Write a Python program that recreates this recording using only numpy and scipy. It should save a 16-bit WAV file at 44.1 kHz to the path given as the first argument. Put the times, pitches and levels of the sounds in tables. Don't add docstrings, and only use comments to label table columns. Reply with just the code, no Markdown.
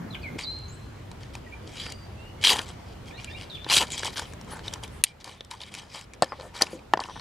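import sys
import numpy as np
from scipy import signal
from scipy.io import wavfile
from scipy.ndimage import uniform_filter1d

SR = 44100
rng = np.random.default_rng(int(sys.argv[2]) if len(sys.argv) > 2 else 0)


def inscribe(sig):
    pcm = np.round(np.clip(np.atleast_2d(sig).T, -1, 1) * 32767)
    wavfile.write(sys.argv[1], SR, pcm.astype(np.int16))


def gain_from_db(level_db):
    decades = np.asarray(level_db, float) / 20
    return 10 ** decades


N = 317652

# (frequency [Hz], level [dB per Hz])
TRAFFIC_SPECTRUM = [(12, -62.5), (20, -54), (81, 2), (118, -12), (335, -18), (535, -23.5), (780, -65),
                    (1320, -120)]
# (frequency [Hz], level [dB per Hz])
AIR_SPECTRUM = [(150, 6), (250, 0), (735, -3), (1760, -10.5), (2960, -14), (5440, -21), (9490, -28),
                (16000, -35.5)]
# (frequency [Hz], likeness [-1 to 1])
LIKENESS = [(60, 1), (180, 0.91), (550, 0.038), (1650, 0.35), (4970, 0.18), (15000, 0.19)]
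# (time [s], level [dB])
HUM_LEVEL = [(0, -41), (.37, -39.5), (.386, -77.5)]
# (time [s], pitch [Hz], level [dB])
SONG = [
    [(.1, 4100, -34), (.125, 3950, -54), (.135, 3470, -47), (.147, 3430, -38.5), (.151, 2520, -38.5),
     (.159, 1590, -50), (.174, 1500, -46)],
    [(6.275, 4650, -60), (6.295, 5200, -51), (6.312, 5050, -56), (6.34, 3900, -63)],
    [(.228, 2636, -33), (.25, 2300, -38), (.27, 2138, -37), (.296, 2040, -38)],
    [(.41, 4750, -33), (.437, 4670, -26), (.444, 4380, -30), (.449, 3680, -36), (.458, 4120, -34),
     (.464, 3900, -39), (.474, 4054, -31.5), (.55, 4160, -37), (.7, 4164, -60)],
    [(3.492, 4900, -34), (3.503, 3950, -39), (3.515, 3590, -43), (3.55, 3505, -41.5), (3.566, 3230, -41),
     (3.575, 2400, -39), (3.585, 2250, -44)],
]
# (time [s], length [s], first pitch [Hz], last pitch [Hz], level [dB])
CHIRPS = [(0.214, 0.038, 5030, 3720, -57), (0.673, 0.089, 6240, 8430, -56.5),
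          (1.46, 0.026, 1950, 1880, -48), (1.521, 0.025, 2308, 2420, -40.5), (1.79, .12, 4810, 4720, -45.5),
          (1.91, 0.16, 4750, 4680, -54), (1.9, 0.047, 2920, 2830, -52), (2.005, 0.045, 2000, 2060, -56.5),
          (2.158, 0.17, 2620, 2960, -53), (2.373, 0.046, 2160, 2180, -57.5),
          (3.116, 0.056, 1695, 1970, -52), (3.103, 0.021, 2750, 1800, -54.5),
          (3.113, 0.095, 3240, 4600, -51.5), (3.175, 0.033, 2336, 2430, -45.5),
          (3.176, .02, 2750, 2940, -48), (3.272, 0.019, 2440, 2330, -41), (3.274, 0.037, 2720, 2740, -47.5),
          (3.065, .03, 3200, 3290, -53), (3.575, .07, 3500, 3560, -45.5), (3.289, 0.045, 1646, 1980, -51),
          (3.295, 0.067, 3380, 3900, -47.5), (3.345, 0.015, 2340, 2400, -41.5),
          (3.354, 0.032, 2670, 2910, -43.5), (5.07, 0.052, 2450, 2290, -56), (6.28, .035, 2330, 2650, -61),
          (6.781, 0.014, 2530, 2380, -61.5), (6.845, 0.022, 2090, 2060, -82)]

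# (frequency [Hz], width [Hz], level [dB])
STICK = [(560, 350, 1.5), (915, 670, 10.5), (1295, 830, 3), (300, 730, -2.5), (1750, 120, 1)]
TOOL = [(2380, 550, 14.1), (3180, 660, 16.54), (3950, 190, 11), (4640, 910, 11.6), (5100, 1400, 9.7)]
GRIT = [(7390, 6600, 0)]
# (frequency [Hz], width [Hz], level [dB])
ROD = [(1880, 600, -12), (2700, 1050, -0.5), (3135, 780, 5), (3900, 300, 0.5), (4750, 540, 0.5),
       (5350, 900, -8.5)]

# (time [s], length [s], place of the peak [0-1], level [dB])
ON_TOOL = [(.38, 0.06, 0, -33), (1.66, 0.19, 0.8, -45.5), (1.75, 0.12, 0.98, -42), (2.411, 0.029, 0.6, -33),
           (2.85, 0.091, 0.97, -57), (3.17, 0.14, 0.3, -49), (3.28, 0.093, 0.35, -58),
           (3.36, 0.095, 0.78, -45), (3.9, 0.1, 0.35, -36.5), (3.97, 0.056, 0.56, -39),
           (4.11, 0.037, 0.8, -42), (5.05, 0.061, 0.12, -46), (5.89, 0.063, 0.8, -48.5),
           (7.04, 0.15, 0.1, -66), (6.69, 0.11, 0.36, -54)]
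IN_HAND = [(1.2, 0.084, 0.37, -52), (1.33, 0.052, 0.14, -47.5), (1.85, 0.09, 0.81, -47.5),
           (2.65, 0.08, 0.49, -45), (3.05, 0.07, 0.52, -50.5), (3.85, 0.067, 0.44, -46),
           (4.02, 0.073, 0.72, -32), (4.155, 0.07, 0.41, -33.5), (4.21, 0.1, .01, -46.5),
           (4.63, 0.082, 0.64, -45), (4.822, 0.037, 0.51, -41.5), (5.195, 0.036, 0.48, -51),
           (5.24, 0.12, 0.33, -45.5), (5.5, 0.078, 0.096, -43.5), (5.595, 0.064, 0.49, -44.5),
           (5.655, 0.053, 0.51, -49.5), (5.71, 0.096, 0.92, -43), (5.79, 0.14, 0.28, -54),
           (5.935, 0.09, 0.27, -39.5), (6.13, 0.023, 0.15, -48.5), (6.535, 0.12, 0.27, -39.5),
           (6.607, 0.019, 0.2, -24.5), (6.627, 0.017, 0.33, -29.5),]
ON_BARK = [(4.47, 0.085, 0.7, -49), (4.55, 0.069, .01, -51.5), (4.72, 0.058, 0.015, -48.5),
           (6.24, 0.15, 0.074, -59.5), (6.39, 0.12, 0.3, -56), (6.645, 0.097, 0.13, -54.5),
           (7.0, 0.1, 0.0088, -49)]
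# (time [s], peak [dB], ring [Hz])
METAL_SNAPS = [(.588, -51, 7700), (1.922, -32, 4540), (2.5674, -28, 3620), (3.245, -31, 2870),
               (3.9035, -33.5, 3180), (3.92, -27, 3480), (3.9789, -25.5, 3400), (4.0474, -28, 5140),
               (4.1719, -27.5, 1570), (4.7371, -26.5, 5740), (4.8357, -31.5, 3100), (5.0444, -22.5, 3570),
               (5.2435, -33.5, 4640), (5.448, -45.5, 5340), (5.5119, -32.5, 3900), (5.7404, -31.5, 2380),
               (5.7498, -31, 2380), (5.7843, -41, 2350), (6.0117, -40.5, 2770), (6.1355, -39, 2380),
               (4.446, -52, 7160), (4.878, -43.5, 3660), (1.738, -49, 8000), (1.902, -41, 5900)]
METAL_TICKS = [(2.4945, -11.5, 2880), (3.1994, -36.5, 2860), (3.4121, -32, 2870), (3.6995, -16, 4060),
               (3.709, -20, 4340), (3.9944, -26.5, 7100), (4.5925, -33, 1590), (4.6808, -23, 3720),
               (5.6052, -35, 3500), (5.6156, -31.5, 3550), (5.6351, -32, 3700), (6.6685, -32.5, 2680),
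               (6.792, -45.5, 2510), (7.0379, -29, 2780), (7.0025, -25.5, 4500)]
BARK_SNAPS = [(1.1149, -41.5, 4000), (1.3523, -33.5, 2500), (2.5314, -22, 1970), (2.6164, -35, 2560),
              (3.7244, -25, 3060), (3.8137, -22.5, 2930), (4.0562, -26, 3470), (4.1954, -25.5, 1510),
              (4.3241, -44, 2670), (4.3354, -39.5, 1640), (4.4124, -41.5, 5500), (5.5363, -49, 2870),
              (6.2434, -32.5, 5370)]
BARK_TICKS = [(1.8652, -32, 2680), (2.591, -18.5, 3220), (3.6451, -30.5, 3860), (4.0327, -22.5, 1700),
              (4.1589, -33.5, 3240), (5.4076, -31, 3520), (6.4098, -36, 4320), (7.1964, -36.5, 4300)]
# (time [s], peak [dB], ring [Hz])
CATCHES = [(2.4128, -37.5, 3060), (2.4295, -29, 3330), (2.4485, -12, 3260), (2.4715, -11, 3150),
           (2.4805, -14, 3350), (2.4555, -18.5, 4860), (2.5025, -17, 3900), (2.5415, -29, 3300),
           (2.559, -24, 900), (2.587, -25, 2900), (3.6898, -29, 3400), (3.7265, -15.5, 3300),
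           (3.738, -15.5, 4300), (3.7675, -12, 3700), (3.7795, -12, 3860), (3.7845, -16, 3870),
           (3.8086, -25, 3180), (3.8155, -24, 3030), (3.828, -22.5, 2930), (3.8365, -34, 2970)]
# (time [s], peak [dB], ring [Hz], tool over peak [dB])
TAPS = [(3.662, -28.5, 300, -26), (5.945, -36, 950, 0), (6.396, -33.5, 544, -2), (6.6087, -23, 785, -8),
        (6.971, -20.5, 1020, -9.5), (6.991, -23, 1000, -34), (7.005, -29, 800, -12),
        (7.0095, -30, 990, -14), (7.015, -34, 1000, -26), (7.044, -35, 1000, -20), (6.328, -38, 706, -20),
        (6.229, -19, 600, -14), (6.942, -34, 900, -23), (6.953, -31, 600, -27), (6.629, -25, 600, -8),
        (7.055, -33, 1000, -18), (7.085, -33, 891, -23), (7.094, -32, 950, -11), (7.104, -37, 990, -11),
        (7.111, -42, 947, -19), (7.156, -34, 880, -28), (7.162, -34, 930, -30), (7.172, -38, 960, -11)]
# (time [s], pressure [dB], how hard the tool bears on the stick [dB])
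STROKES = [
    [(2.437, -16, -32), (2.443, -15, -39), (2.464, -19, -37.5), (2.492, -23, -27), (2.499, -20.5, -7.5),
     (2.532, -27.5, -0.5), (2.546, -35.5, -2.5), (2.598, -41.5, 1.5), (2.65, -51, -3)],
    [(3.66, -57, 1), (3.704, -28, -4.5), (3.722, -22, -13.5), (3.728, -21.5, -24), (3.762, -22, -16),
     (3.771, -16.5, -12), (3.784, -25, -10.5), (3.82, -30, 2), (3.86, -48.5, 4.5)],
]
# (time [s], length [s], ring [Hz], width [Hz], level [dB])
RUBS = [(4.1, 0.15, 11500, 3500, -61.5), (4.48, 0.097, 4200, 460, -58), (4.49, 0.095, 1600, 470, -49.5),
        (4.9, .12, 9200, 3300, -63), (4.25, 0.084, 9900, 3000, -65), (4.82, 0.041, 10000, 2500, -55),
        (3.9, 0.069, 7100, 1400, -40), (3.975, .03, 7400, 1500, -48), (4.5, 0.057, 10000, 1500, -48),
        (5.32, 0.18, 3570, 500, -64), (5.5, 0.066, 960, 150, -46), (6.5, .09, 940, 170, -55.5),
        (6.9, 0.11, 3000, 2800, -62), (6.38, 0.044, 550, 310, -43.5), (6.41, .08, 610, 360, -47),
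        (7.7, .08, 410, 410, -48), (6.69, 0.073, 10000, 2500, -59.5), (6.7, 0.08, 6600, 1800, -59),
        (6.68, 0.068, 2800, 1100, -57), (7.05, 0.19, 5700, 700, -58.5), (7.07, 0.18, 3530, 1500, -53),
        (7.06, 0.22, 8900, 1570, -66.5), (6.4, .1, 8000, 4800, -61), (6.33, .1, 3700, 3100, -59)]
KNOCKS = [
    (5.0387, 0.0036, -24, .05, [(1986, 320, -25.5), (2700, 770, -8), (3900, 1000, -7), (6790, 1100, -9), (9180, 1840, -0.5), (10830, 1550, -8)]),
    (6.2228, 0.0076, -28, 0.37, [(295, 250, -18.5), (518, 46, -28.5), (620, 200, -20), (786, 710, -4), (2700, 170, -27), (4440, 1300, -9.5), (7760, 2700, -11)]),
    (6.3212, 0.014, -29.5, 0.53, [(620, 68, -38.5), (980, 740, -19), (1750, 790, -30)]),
    (6.6208, 0.003, -19.5, .05, [(635, 1300, -12), (2510, 1400, -15), (4840, 700, -3.5), (6030, 1000, -7.5), (9850, 2000, -9.5)]),
    (6.731, 0.029, -19.5, .05, [(335, 310, -33), (480, 71, -47)]),
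    (6.9365, 0.004, -29, 0.73, [(385, 230, -23), (640, 57, -33.5), (924, 400, -11.5), (1220, 710, -6.5), (1750, 400, -12), (2700, 1500, -9.5), (3950, 4500, -12)]),
]

TRAFFIC_DB, TRAFFIC_DB_PER_S = -43, -0.73
AIR_DB, AIR_DB_PER_S = -46.5, .5
DUCK_S, DUCK_DB, DUCK_BASS_DB, RECOVER_DB_PER_S = 5.02, -9, -0.5, 1.5
ROUGH_HZ_PER_S = 50000
TOOL_DB, HAND_DB, BARK_DB = (-10.5, -9), (-3.5, -7.5), (7.5, -4.5)  # (stick, grit) over the tool [dB]
CLICK_T60, TAP_T60, TAP_DELAY_S = .011, .016, .002
SPEED_UP_S, GRIT_SLOW_DB, GRIT_FAST_DB = 0.059, -18, -5


def evened(x):
    return x / np.sqrt(np.mean(x ** 2) + 1e-20)


def add(mix, s, sound):
    part = mix[..., round(s * SR):][..., :sound.shape[-1]]
    part += sound[..., :part.shape[-1]]


def noise(spectrum, patchy_db):
    frames = N // 256 + 5
    hz = np.fft.rfftfreq(1024, 1 / SR)

    def read(table):
        table_hz, values = np.transpose(table)
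        return np.interp(np.log(hz + 1), np.log(table_hz + 1), values)[:, None]

    a, b, c, d, patches = rng.standard_normal((frames, 513, 5)).T
    patches = uniform_filter1d(uniform_filter1d(patches, size=12, axis=0), size=14, axis=1)
    colour = gain_from_db(read(spectrum) + patchy_db * evened(patches))
    same = np.clip(read(LIKENESS), -1, 1)
    left = a + 1j * b
    right = same * left + np.sqrt(1 - same ** 2) * (c + 1j * d)
    z = np.array([left, right]) * colour
    return evened(signal.istft(z, nperseg=1024, noverlap=768)[1][:, :N])


def wood():
    t = np.arange(N) / SR
    ducked = t > DUCK_S
    gain_db = ducked * (DUCK_DB + RECOVER_DB_PER_S * (t - DUCK_S))
    hum = noise([(60, -39), (130, 5), (200, 5.5), (280, -0.5), (500, -7.5), (1500, -15.0),
                    (4000, -38.5)], patchy_db=3.0)
    hum_db = np.interp(t, *np.transpose(HUM_LEVEL), right=-200)
    traffic_db = TRAFFIC_DB + TRAFFIC_DB_PER_S * t + gain_db + ducked * DUCK_BASS_DB
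    air_db = AIR_DB + AIR_DB_PER_S * t + gain_db
    traffic = gain_from_db(traffic_db) * noise(TRAFFIC_SPECTRUM, patchy_db=-1.0)
    air = gain_from_db(air_db) * noise(AIR_SPECTRUM, patchy_db=1.5)
    return traffic + air + gain_from_db(hum_db) * hum


def echoes(x, t60, start):
    slots = np.arange(start, SR - 20, 20)
    at = slots + rng.integers(0, 20, (2, len(slots)))
    taps = np.zeros((2, SR))
    np.put_along_axis(taps, at, rng.choice([-1., 1.], at.shape), 1)
    taps *= gain_from_db(-60 * np.arange(SR) / SR / t60)
    return signal.fftconvolve(x[None], taps / np.linalg.norm(taps[0]), axes=1)[:, :N]


def birds():
    song = np.zeros(N)
    waver = evened(uniform_filter1d(rng.standard_normal((2, N)), size=150))
    glides = [[(s, first, db), (s + length, last, db)] for s, length, first, last, db in CHIRPS]
    for rows in SONG + glides:
        s, hz, db = np.transpose(rows)
        t = np.arange(s[0], s[-1], 1 / SR)
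        glide_speed = abs(hz[-1] - hz[0]) / (s[-1] - s[0])
        hoarse = np.clip(glide_speed / ROUGH_HZ_PER_S, .17, .55)
        pitch, strength = hoarse * waver[:, round(s[0] * SR):][:, :len(t)]
        phase = 2 * np.pi * np.cumsum(np.interp(t, s, hz) * (1 + .012 * pitch)) / SR
        whistle = np.sqrt(2) * (np.sin(phase) + gain_from_db(-46.0) * np.sin(2 * phase))
        loudness = gain_from_db(np.interp(t, s, db)) * gain_from_db(11.5 * strength)
        add(song, s[0], loudness * whistle * signal.windows.tukey(len(t), .4))
    far = echoes(song, t60=.9, start=300)
    near = echoes(song, t60=.1, start=60)
    return gain_from_db(-4) * song + gain_from_db(-14) * (far + .8 * far[::-1]) + gain_from_db(-5) * near


def ring(modes):
    t = np.arange(1500) / SR
    out = np.zeros(len(t))
    for hz, width, db in modes:
        decay = np.pi * width * t
        out += gain_from_db(db) * np.e * decay * np.exp(-decay) * np.sin(2 * np.pi * hz * t)
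    return out


def bodies(drive, metal):
    out = np.zeros(N)
    for force, modes in zip(drive, (metal, STICK, GRIT)):
        answer = ring([(hz, width, db + 10 * np.log10(width)) for hz, width, db in modes])
        out += signal.oaconvolve(force, answer / np.linalg.norm(answer))[:N]
    return out


def friction(tables, metal, slips_per_s, spread_db, smooth, edge_s, patchy_db):
    sizes = gain_from_db(spread_db * np.minimum(rng.exponential(1, (3, N)), 4))
    slips = sizes * (rng.random((3, N)) < slips_per_s / SR)
    slips = evened(signal.lfilter([1], [1, -.93], slips + .5 * slips[::-1]))
    touch = evened((smooth + slips) * rng.standard_normal((3, N)))
    press = np.zeros((3, N))
    for rows in tables:
        s, tool_db, stick_db, grit_db = np.transpose(rows)
        t = np.arange(s[0], s[-1], 1 / SR)
        body_db = (tool_db, tool_db + stick_db, tool_db + grit_db)
        levels = np.array([np.interp(t, s, db) for db in body_db])
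        add(press, s[0], gain_from_db(levels) * signal.windows.tukey(len(t), min(edge_s * SR / len(t), 1)))
    z = signal.stft(bodies(touch * press, metal), nperseg=256)[2]
    grip = uniform_filter1d(rng.standard_normal(z.shape), size=4, axis=0)
    grip = uniform_filter1d(grip, size=12, axis=1)
    return signal.istft(z * gain_from_db(patchy_db * evened(grip)), nperseg=256)[1][:N]


def rustles():
    swells = []
    for rows, shares_db in ((ON_TOOL, TOOL_DB), (IN_HAND, HAND_DB), (ON_BARK, BARK_DB)):
        for s, length, peak, db in rows:
            shape = ((0, -9), (np.clip(peak, 0, 1), 0), (1, -13), (1.35, -24))  # (place, level [dB])
            swells.append([(s + length * u, db + dip_db, *shares_db) for u, dip_db in shape])
    return friction(swells, TOOL, slips_per_s=500, spread_db=4.5, smooth=0.94, edge_s=0.019, patchy_db=2.5)


def clicks():
    drive, own, t = np.zeros((3, N)), np.zeros(N), np.arange(1300) / SR
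    # (events, stick over peak [dB], grit over peak [dB])
    kinds = [(METAL_SNAPS, -23, -5.5), (METAL_TICKS, -16.5, -21), (BARK_SNAPS, -0.55, -6),
             (BARK_TICKS, 0, -25), (CATCHES, -12, -12)]
    rows = []
    for kind, stick_db, grit_db in kinds:
        shares_db = [-3, stick_db - 1.0, grit_db + 5.5]
        rows += [(s, db, hz, shares_db, CLICK_T60) for s, db, hz in kind]
    for s, db, hz, tool_db in TAPS:
        rows.append((s + TAP_DELAY_S, db, hz, [tool_db, -1, tool_db - 27.5], TAP_T60))
    cracks = rng.standard_normal((len(rows), 3, len(t)))
    for (s, db, hz, shares_db, t60), crack in zip(rows, cracks):
        fall = gain_from_db(db - 60 * t / t60)
        add(drive, s, crack * fall * gain_from_db(np.array(shares_db))[:, None])
        onset = np.minimum(t * hz / 0.33, 1)
        add(own, s, gain_from_db(3.5) * fall * np.sin(2 * np.pi * hz * t) * onset)
    return bodies(drive, TOOL) + own


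def strokes():
    tables = []
    for rows in STROKES:
        start = rows[0][0]
        grit_db = [np.interp(row[0] - start, [0, SPEED_UP_S], [GRIT_SLOW_DB, GRIT_FAST_DB]) for row in rows]
        tables.append([(*row, db) for row, db in zip(rows, grit_db)])
    return friction(tables, ROD, slips_per_s=900, spread_db=3.2, smooth=1.1, edge_s=.003, patchy_db=2.5)


def rubs():
    out = np.zeros(N)
    for (s, length, hz, width, db), grain in zip(RUBS, rng.standard_normal((len(RUBS), 9000))):
        swell = signal.windows.tukey(round(length * SR), .7)
        hiss = evened(signal.oaconvolve(grain, ring([(hz, width, 0)])))
        add(out, s, gain_from_db(db) * swell * hiss[500:][:len(swell)])
    return out


def knocks():
    out = np.zeros(N)
    chatters = rng.standard_normal((len(KNOCKS), 3000))
    for (s, length, chatter_db, dull, modes), chatter in zip(KNOCKS, chatters):
        soft = evened(signal.lfilter([1], [1, -np.clip(dull, 0, .95)], chatter))
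        blow = gain_from_db(chatter_db) * soft * np.exp(-np.arange(3000) / SR / length)
        blow[0] = 1
        add(out, s, np.convolve(blow, ring(modes)))
    return out


def scene():
    small = rustles() + clicks()
    small = signal.sosfilt(signal.butter(3, 11000, fs=SR, output="sos"), small)
    sharp = strokes() + rubs() + knocks()
    sharp = signal.sosfilt(signal.butter(6, 13600, fs=SR, output="sos"), sharp)
    hands = signal.sosfilt(signal.butter(2, 180, "high", fs=SR, output="sos"), small + sharp)
    near = gain_from_db(-10) * echoes(signal.lfilter([1, -.8], [1], hands), t60=0.02, start=30)
    return hands * gain_from_db(np.array([[.9], [-.9]])) + near + birds() + wood()


def top_cut(x):
    return signal.sosfilt(signal.butter(12, 16650, fs=SR, output="sos"), x)


def record(dry):
    top = signal.firwin(255, 15650, fs=SR)
    heard = signal.oaconvolve(dry, top[None], "same")
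    heard = signal.sosfilt(signal.butter(3, 36, "high", fs=SR, output="sos"), heard)
    return top_cut(np.clip(heard, -1, 1))


dry = scene()
out = record(dry)
inscribe(out)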